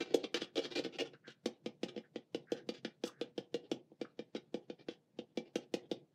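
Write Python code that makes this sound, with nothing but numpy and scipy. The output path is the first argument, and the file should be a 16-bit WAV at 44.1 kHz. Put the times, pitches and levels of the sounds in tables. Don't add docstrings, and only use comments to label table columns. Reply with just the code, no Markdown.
import sys
import numpy as np
from scipy import signal
from scipy.fft import rfft, irfft
from scipy.io import wavfile
from scipy.ndimage import uniform_filter1d

SR = 44100
rng = np.random.default_rng(int(sys.argv[2]) if len(sys.argv) > 2 else 0)


def master(y):
    cut = np.clip(np.atleast_2d(y).T, -1, 1)
    pcm = np.round(cut * 32767)
    wavfile.write(sys.argv[1], SR, pcm.astype(np.int16))


N = 270774

# (frequency [Hz], level [dB])
AIR_COLOUR = [(30, -21.5), (80, -16.5), (140, 10), (300, -1.5), (600, -6.5), (1200, -21), (4000, -24),
              (9000, -33.5), (15000, -39.5)]
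# (time [s], length [s], rasp level [dB], flatness of the finger as body level relative to the rasp [dB])
SCUFF_STROKES = [(0.002, 0.023, -45, 3), (0.047, 0.085, -62, 9), (0.138, 0.0092, -42, 7),
                 (0.185, 0.037, -64.5, 7), (0.232, 0.016, -52.5, 10.5), (0.348, .03, -43.5, 2),
                 (0.4, 0.046, -51, 0.5), (0.565, 0.019, -41.5, 5), (0.617, 0.047, -49.5, 0.5),
                 (0.705, 0.038, -52, 2), (0.753, 0.04, -42, 3), (0.835, 0.023, -52, -5),
                 (0.923, 0.046, -58, 4.5), (0.983, 0.03, -42, 0), (1.045, 0.029, -58, 3.5),
                 (1.268, 0.059, -62.5, -5), (1.879, 0.016, -52.5, 2.5), (2.556, 0.033, -63, -7),
                 (2.735, 0.053, -61.5, 0), (3.05, 0.031, -52.5, -35.5), (3.629, 0.046, -75, 12),
                 (4.355, 0.013, -48.5, 5), (4.787, 0.038, -68, 9), (4.9, 0.041, -64, -9),
                 (5.453, 0.03, -71.5, 12.5), (5.609, 0.035, -72, -1)]
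# (frequency [Hz], level [dB])
CONTACT_COLOUR = [(300, -31), (950, -14.5), (1500, -8.5), (2100, -8.5), (3200, -4.5), (4000, -6.5),
                  (5100, -7), (6300, -11.5), (7300, -18), (9000, -24), (11500, -32.5), (13500, -32),
                  (15500, -41.5)]
# (frequency [Hz], relative level [dB], t60 [s])
CERAMIC_RING = [(1514, -0.5, 0.014), (1840, -3.5, .022), (2369, -2, 0.059), (2290, -9, 0.018),
                (2858, -7.5, 0.072), (3392, -3.5, 0.054), (3330, -5, 0.021), (3880, -8, 0.034),
                (4750, -18.5, 0.016), (4930, -14.5, 0.015), (4980, -9.5, 0.053), (6120, -20.5, .015),
                (5930, -19, 0.03)]
# (frequency [Hz], width [Hz])
WALL_RESONANCES = [(236, 48), (343, 112)]
# (frequency [Hz], width [Hz], level [dB])
BASE_RESONANCE = (795, 79, 16.95)
# (band centre [Hz], level [dB], t60 [s])
ROOM_BANDS = [(70, -30.5, 0.7), (142, 8, 0.075), (252, -13, 1), (442, -16.5, 0.61), (790, -7, 0.25),
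              (1551, -9, 0.26), (3330, -10, 0.16), (6750, -10, 0.15), (13000, -7, 0.049)]
# (frequency [Hz], gain at resonance [dB], t60 [s])
STANDING_WAVES = [(131.5, 11, 0.2), (205, -16.5, 0.081), (361.2, -3.5, 0.21)]
# (time [s], force as peak of the knock before echoes [dB],
# nail click level relative to that peak [dB], damping of the hollow by the hand as width [Hz])
TAP_BLOWS = [(0.0079, -33, -11.5, 35), (0.107, -43.5, -37, 34.9), (0.1431, -15, -23.5, 87.4),
             (0.241, -33, -9, 54.5), (0.3429, -27, -6, 32), (0.4177, -32, -10, 90),
             (0.6524, -38, -5.5, 43.3), (0.847, -31, -13.5, 57), (0.8622, -32, -19.5, 80),
             (0.9386, -46, -15, 35), (1.1341, -45.5, -17.5, 60), (1.278, -41.5, -12, 49.37),
             (1.4576, -23.5, -16.5, 67), (1.66, -28.5, -17.5, 50), (1.8315, -25.5, -17, 83),
             (1.9627, -33.5, -21.5, 40), (1.9771, -34, -18, 60), (2.1582, -30, -19.5, 66),
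             (2.3457, -26, -17.5, 58), (2.5191, -22.5, -22, 43), (2.6891, -27, -16, 48),
             (2.848, -30, -11.5, 100), (3.0369, -25, -17, 53), (3.2121, -26.5, -16.5, 34),
             (3.3785, -27, -18, 47), (3.5424, -25, -18, 25), (3.7146, -24, -18, 125),
             (3.9169, -45, -31.5, 80), (4.0132, -27.5, -21.5, 58), (4.1912, -31, -20, 47),
             (4.349, -29.5, -21.5, 70), (4.5422, -26, -23, 54), (4.699, -32, -21.5, 52),
             (4.885, -29.5, -19, 61), (5.1877, -31, -19, 55), (5.3732, -25.5, -18.5, 64),
             (5.556, -23, -17.5, 63), (5.7389, -22.5, -18, 65), (5.9137, -24.5, -18.5, 73)]
# (delay [s], gain [ratio])
KNOCK_REFLECTIONS = [(.0024, -0.22), (.006, 0.27), (.0254, -0.1), (.0291, -0.15), (.039, 0.027),
                     (.05, -0.012)]
# (delay [s], gain [ratio])
CLICK_REFLECTIONS = [(.0034, 0.24), (0.0106, 0.13), (0.0122, 0.23), (0.025, .07)]
# (time [s], gap between fingers [s], mean force [dB], growth per finger [dB])
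FINGER_ROLLS = [(0.5567, .0111, -29, 2.5), (0.7526, .0135, -32.5, 3.5), (0.9865, .0108, -31.5, 2.2)]
# (time [s], length [s], frequency [Hz], level [dB])
SKIN_SQUEAKS = [(1.137, 0.02, 1540, -63), (1.24, 0.08, 1563, -62), (2.036, 0.026, 1655, -69.5),
                (2.47, 0.14, 1590, -64.5), (3.065, 0.039, 1260, -58.5), (3.114, 0.14, 1600, -72.5),
                (4.047, 0.013, 1360, -56)]

AIR_DB = -64
TOP_HZ = 15650
SPAN = 8192
HZ = np.fft.rfftfreq(SPAN, 1 / SR) + 1e-3
AGE = np.arange(SPAN) / SR
HOLLOW_HZ, NAIL_HZ = 476.4, 3120
WALL_PITCH, WALL_STIFFENING = 0.9, 1.44
FIRM_DB, FIRM_TREBLE_DB, TREBLE_DB_PER_DB = -29, -11.5, 2.16
DULLEST_DB, BRIGHTEST_DB = -17, 11.5
ROLL_PITCH, ROLL_HOLLOW_HZ, ROLL_WIDTH_HZ = 1.25, 503, 85
ROLL_NAIL_DB, ROLL_TREBLE_DB = -15.5, -4
SCUFF_TREBLE_DB, FLAT_DULLING = -9, 0.7
LIFT_S, LIFT_SPREAD_S = 0.061, 0.032
LIFT_LENGTH_S, LIFT_DB, LIFT_FLAT_DB = 0.046, -53.5, 15


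def undb(db):
    return 10 ** (np.asarray(db) / 20)


def unit(x):
    return x / np.sqrt(np.mean(x ** 2))


def fade(t, t60):
    return np.exp(-np.log(1000) * t / t60)


def add(out, s, x):
    i = max(int(s * SR), 0)
    out[i:i + len(x)] += x[:len(out) - i]


def colour(points, hz):
    f, db = np.transpose(points)
    return undb(np.interp(np.log(hz + 1), np.log(f), db))


def air():
    noise = rfft(rng.standard_normal(N))
    shaped = irfft(noise * colour(AIR_COLOUR, np.fft.rfftfreq(N, 1 / SR)), N)
    return undb(AIR_DB) * unit(shaped)


def causal(gain):
    cepstrum = irfft(np.log(gain))
    cepstrum[1:SPAN // 2] *= 2
    cepstrum[SPAN // 2 + 1:] = 0
    return np.exp(rfft(cepstrum))


def resonance(hz, width_hz):
    return 1 / (1 + 1j * (HZ ** 2 - hz ** 2) / (HZ * width_hz))


def stroke(length):
    return np.sin(np.pi * np.clip(AGE / length, 0, 1)) ** 0.17


def over(x, length):
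    return x * np.sqrt(length * SR / np.sum(x ** 2))


def body(pitch, hollow_hz, hollow_width_hz, soft_hz=1050):
    pad = 1 / (1 + (HZ / soft_hz) ** 8)
    response = -resonance(hollow_hz, hollow_width_hz) * pad
    for hz, width_hz in WALL_RESONANCES:
        response = response * resonance(hz * pitch, width_hz)
    base_hz, base_width_hz, base_db = BASE_RESONANCE
    return response * (1 + undb(base_db) * resonance(base_hz, base_width_hz))


def glaze(treble_db, nail_hz, crack_t60=0.043, tick=1.0, ring_db=-8, scatter_db=3, detune=0.0097,
          shelf_hz=6500, nail_db=-1, nail_width_hz=650):
    grain = rng.standard_normal(SPAN) * fade(AGE, crack_t60)
    grain[0] = tick
    crack = irfft(rfft(grain) * causal(colour(CONTACT_COLOUR, HZ)))
    chance = rng.standard_normal((len(CERAMIC_RING), 3))
    ring = np.zeros(SPAN)
    for (hz, db, t60), (size, side, grip) in zip(CERAMIC_RING, chance):
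        level = np.sign(side) * undb(db + scatter_db * size)
        tone = np.sin(2 * np.pi * hz * (1 + detune * grip) * AGE)
        ring += level * tone * fade(AGE, t60)
    contact = unit(crack) + undb(ring_db) * unit(ring)
    shelf = causal(undb(treble_db / (1 + (shelf_hz / (HZ + 1)) ** 4)))
    nail = 1 + undb(nail_db) * resonance(nail_hz, nail_width_hz)
    return rfft(contact) * shelf * nail


def drag(length, rasp_db, flat_db, slips_per_s=1200, spread_db=4, pitch=1.158, hollow_width_hz=260):
    size_db = spread_db * np.minimum(rng.exponential(size=SPAN), 4)
    sizes = rng.choice([-1, 1], SPAN) * undb(size_db)
    slipping = rng.random(SPAN) < slips_per_s / SR
    slips = rfft(sizes * slipping * stroke(length))
    treble_db = SCUFF_TREBLE_DB - FLAT_DULLING * flat_db
    rasp = irfft(slips * glaze(treble_db, rng.uniform(2600, 4400), ring_db=-6.5))
    hollow = irfft(slips * body(pitch, HOLLOW_HZ, hollow_width_hz))
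    return undb(rasp_db) * (over(rasp, length) + undb(flat_db) * over(hollow, length))


def scuffs():
    out = np.zeros(N)
    for s, length, rasp_db, flat_db in SCUFF_STROKES:
        add(out, s, drag(length, rasp_db, flat_db))
    return out


def tail(first_s=0.0011, build_s=0.0055):
    size = 32768
    t, hz = np.arange(size) / SR, np.fft.rfftfreq(size, 1 / SR)
    centres, dbs, t60s = np.transpose(ROOM_BANDS)
    noise = rfft(rng.standard_normal(size))
    build = np.clip((t - first_s) / build_s, 0, 1)
    out = np.zeros(size)
    for share, db, t60 in zip(np.eye(len(ROOM_BANDS)), dbs, t60s):
        band = np.interp(np.log(hz + 1), np.log(centres), share)
        ring = irfft(noise * band) * build * fade(t, t60)
        out += undb(db) * ring * np.sqrt(np.mean(band ** 2) / np.sum(ring ** 2))
    return out


def room(x, count=4, shift_s=0.23):
    times = np.arange(0, N / SR + shift_s, shift_s)
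    t = np.arange(N) / SR
    turns = rng.standard_normal((len(times), count)).T
    shares = np.array([np.interp(t, times, row) for row in turns])
    shares /= np.sqrt(np.sum(shares ** 2, axis=0))
    return sum(signal.fftconvolve(x * share, tail())[:N] for share in shares)


def standing_waves(x):
    t = np.arange(SR * 3 // 4) / SR
    hum = np.zeros(len(t))
    for hz, db, t60 in STANDING_WAVES:
        steady = 2 * np.log(1000) / (t60 * SR)
        hum += undb(db) * np.sin(2 * np.pi * hz * t) * fade(t, t60) * steady
    return signal.fftconvolve(x, hum)[:N]


def delay(s):
    return np.exp(-2j * np.pi * HZ * s)


def echoes(rows):
    return 1 + sum(gain * delay(s) for s, gain in rows)


def blow(knock_db, click_db, treble_db, pitch, hollow_hz, width_hz, pad_lag_s=0.0013,
         thud_db=-36, thud_hz=50, sway_s=0.00013, spot=0.054):
    thud = irfft(resonance(thud_hz, 100))
    knock = irfft(body(pitch, hollow_hz, width_hz) * delay(pad_lag_s))
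    knock = knock / abs(knock).max() + undb(thud_db) * thud / abs(thud).max()
    knock = irfft(rfft(knock) * echoes(KNOCK_REFLECTIONS))
    paths = [(lag + sway_s * rng.standard_normal(), gain) for lag, gain in CLICK_REFLECTIONS]
    nail_hz = NAIL_HZ * (1 + spot * rng.standard_normal())
    click = irfft(glaze(treble_db, nail_hz) * echoes(paths))
    attack = SR // 170
    return undb(knock_db) * knock + undb(click_db) * click / np.std(click[:attack])


def taps():
    out = np.zeros(N)
    for s, force_db, nail_db, width_hz in TAP_BLOWS:
        pitch = WALL_PITCH + WALL_STIFFENING * undb(force_db)
        treble_db = FIRM_TREBLE_DB + TREBLE_DB_PER_DB * (force_db - FIRM_DB)
        treble_db = np.clip(treble_db, DULLEST_DB, BRIGHTEST_DB)
        add(out, s, blow(force_db, force_db + nail_db, treble_db, pitch, HOLLOW_HZ, width_hz))
        lift_s = s + LIFT_S + LIFT_SPREAD_S * rng.uniform(-0.77, 1)
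        add(out, lift_s, drag(LIFT_LENGTH_S, force_db + LIFT_DB, LIFT_FLAT_DB))
    return out


def rolls(count=4):
    out = np.zeros(N)
    for s, gap_s, force_db, growth_db in FINGER_ROLLS:
        click_db = force_db + ROLL_NAIL_DB
        for finger in range(count):
            knock_db = force_db + growth_db * (finger - (count - 1) / 2)
            landing = blow(knock_db, click_db, ROLL_TREBLE_DB, ROLL_PITCH, ROLL_HOLLOW_HZ, ROLL_WIDTH_HZ)
            add(out, s + finger * gap_s, landing)
    return out


def squeaks(width_hz=420):
    out = np.zeros(N)
    for s, length, hz, db in SKIN_SQUEAKS:
        rub = rfft(rng.standard_normal(SPAN) * stroke(length))
        squeak = irfft(rub * resonance(hz, width_hz) ** 2)
        add(out, s, undb(db) * over(squeak, length))
    return out


def scene():
    bowl = taps() + rolls() + scuffs() + squeaks()
    return (bowl + room(bowl) + standing_waves(bowl) + air())[None]


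def suppress(x, open_db=3, depth_db=-13, size=1024, count=21):
    overlap = size - size // 4
    frames = signal.stft(x, nperseg=size, noverlap=overlap)[2]
    power = uniform_filter1d(abs(frames) ** 2, count, axis=-2)
    power = uniform_filter1d(power, 6, axis=-1)
    floor = np.percentile(power, 15, axis=-1, keepdims=True)
    shut = 1 / (1 + (power / (floor * undb(open_db) ** 2)) ** 2)
    return signal.istft(frames * undb(depth_db * shut), nperseg=size, noverlap=overlap)[1][:, :N]


def record(dry):
    low_pass = signal.ellip(10, 0.2, 80, TOP_HZ, fs=SR, output="sos")
    return signal.sosfilt(low_pass, suppress(dry))


dry = scene()
out = record(dry)
master(out)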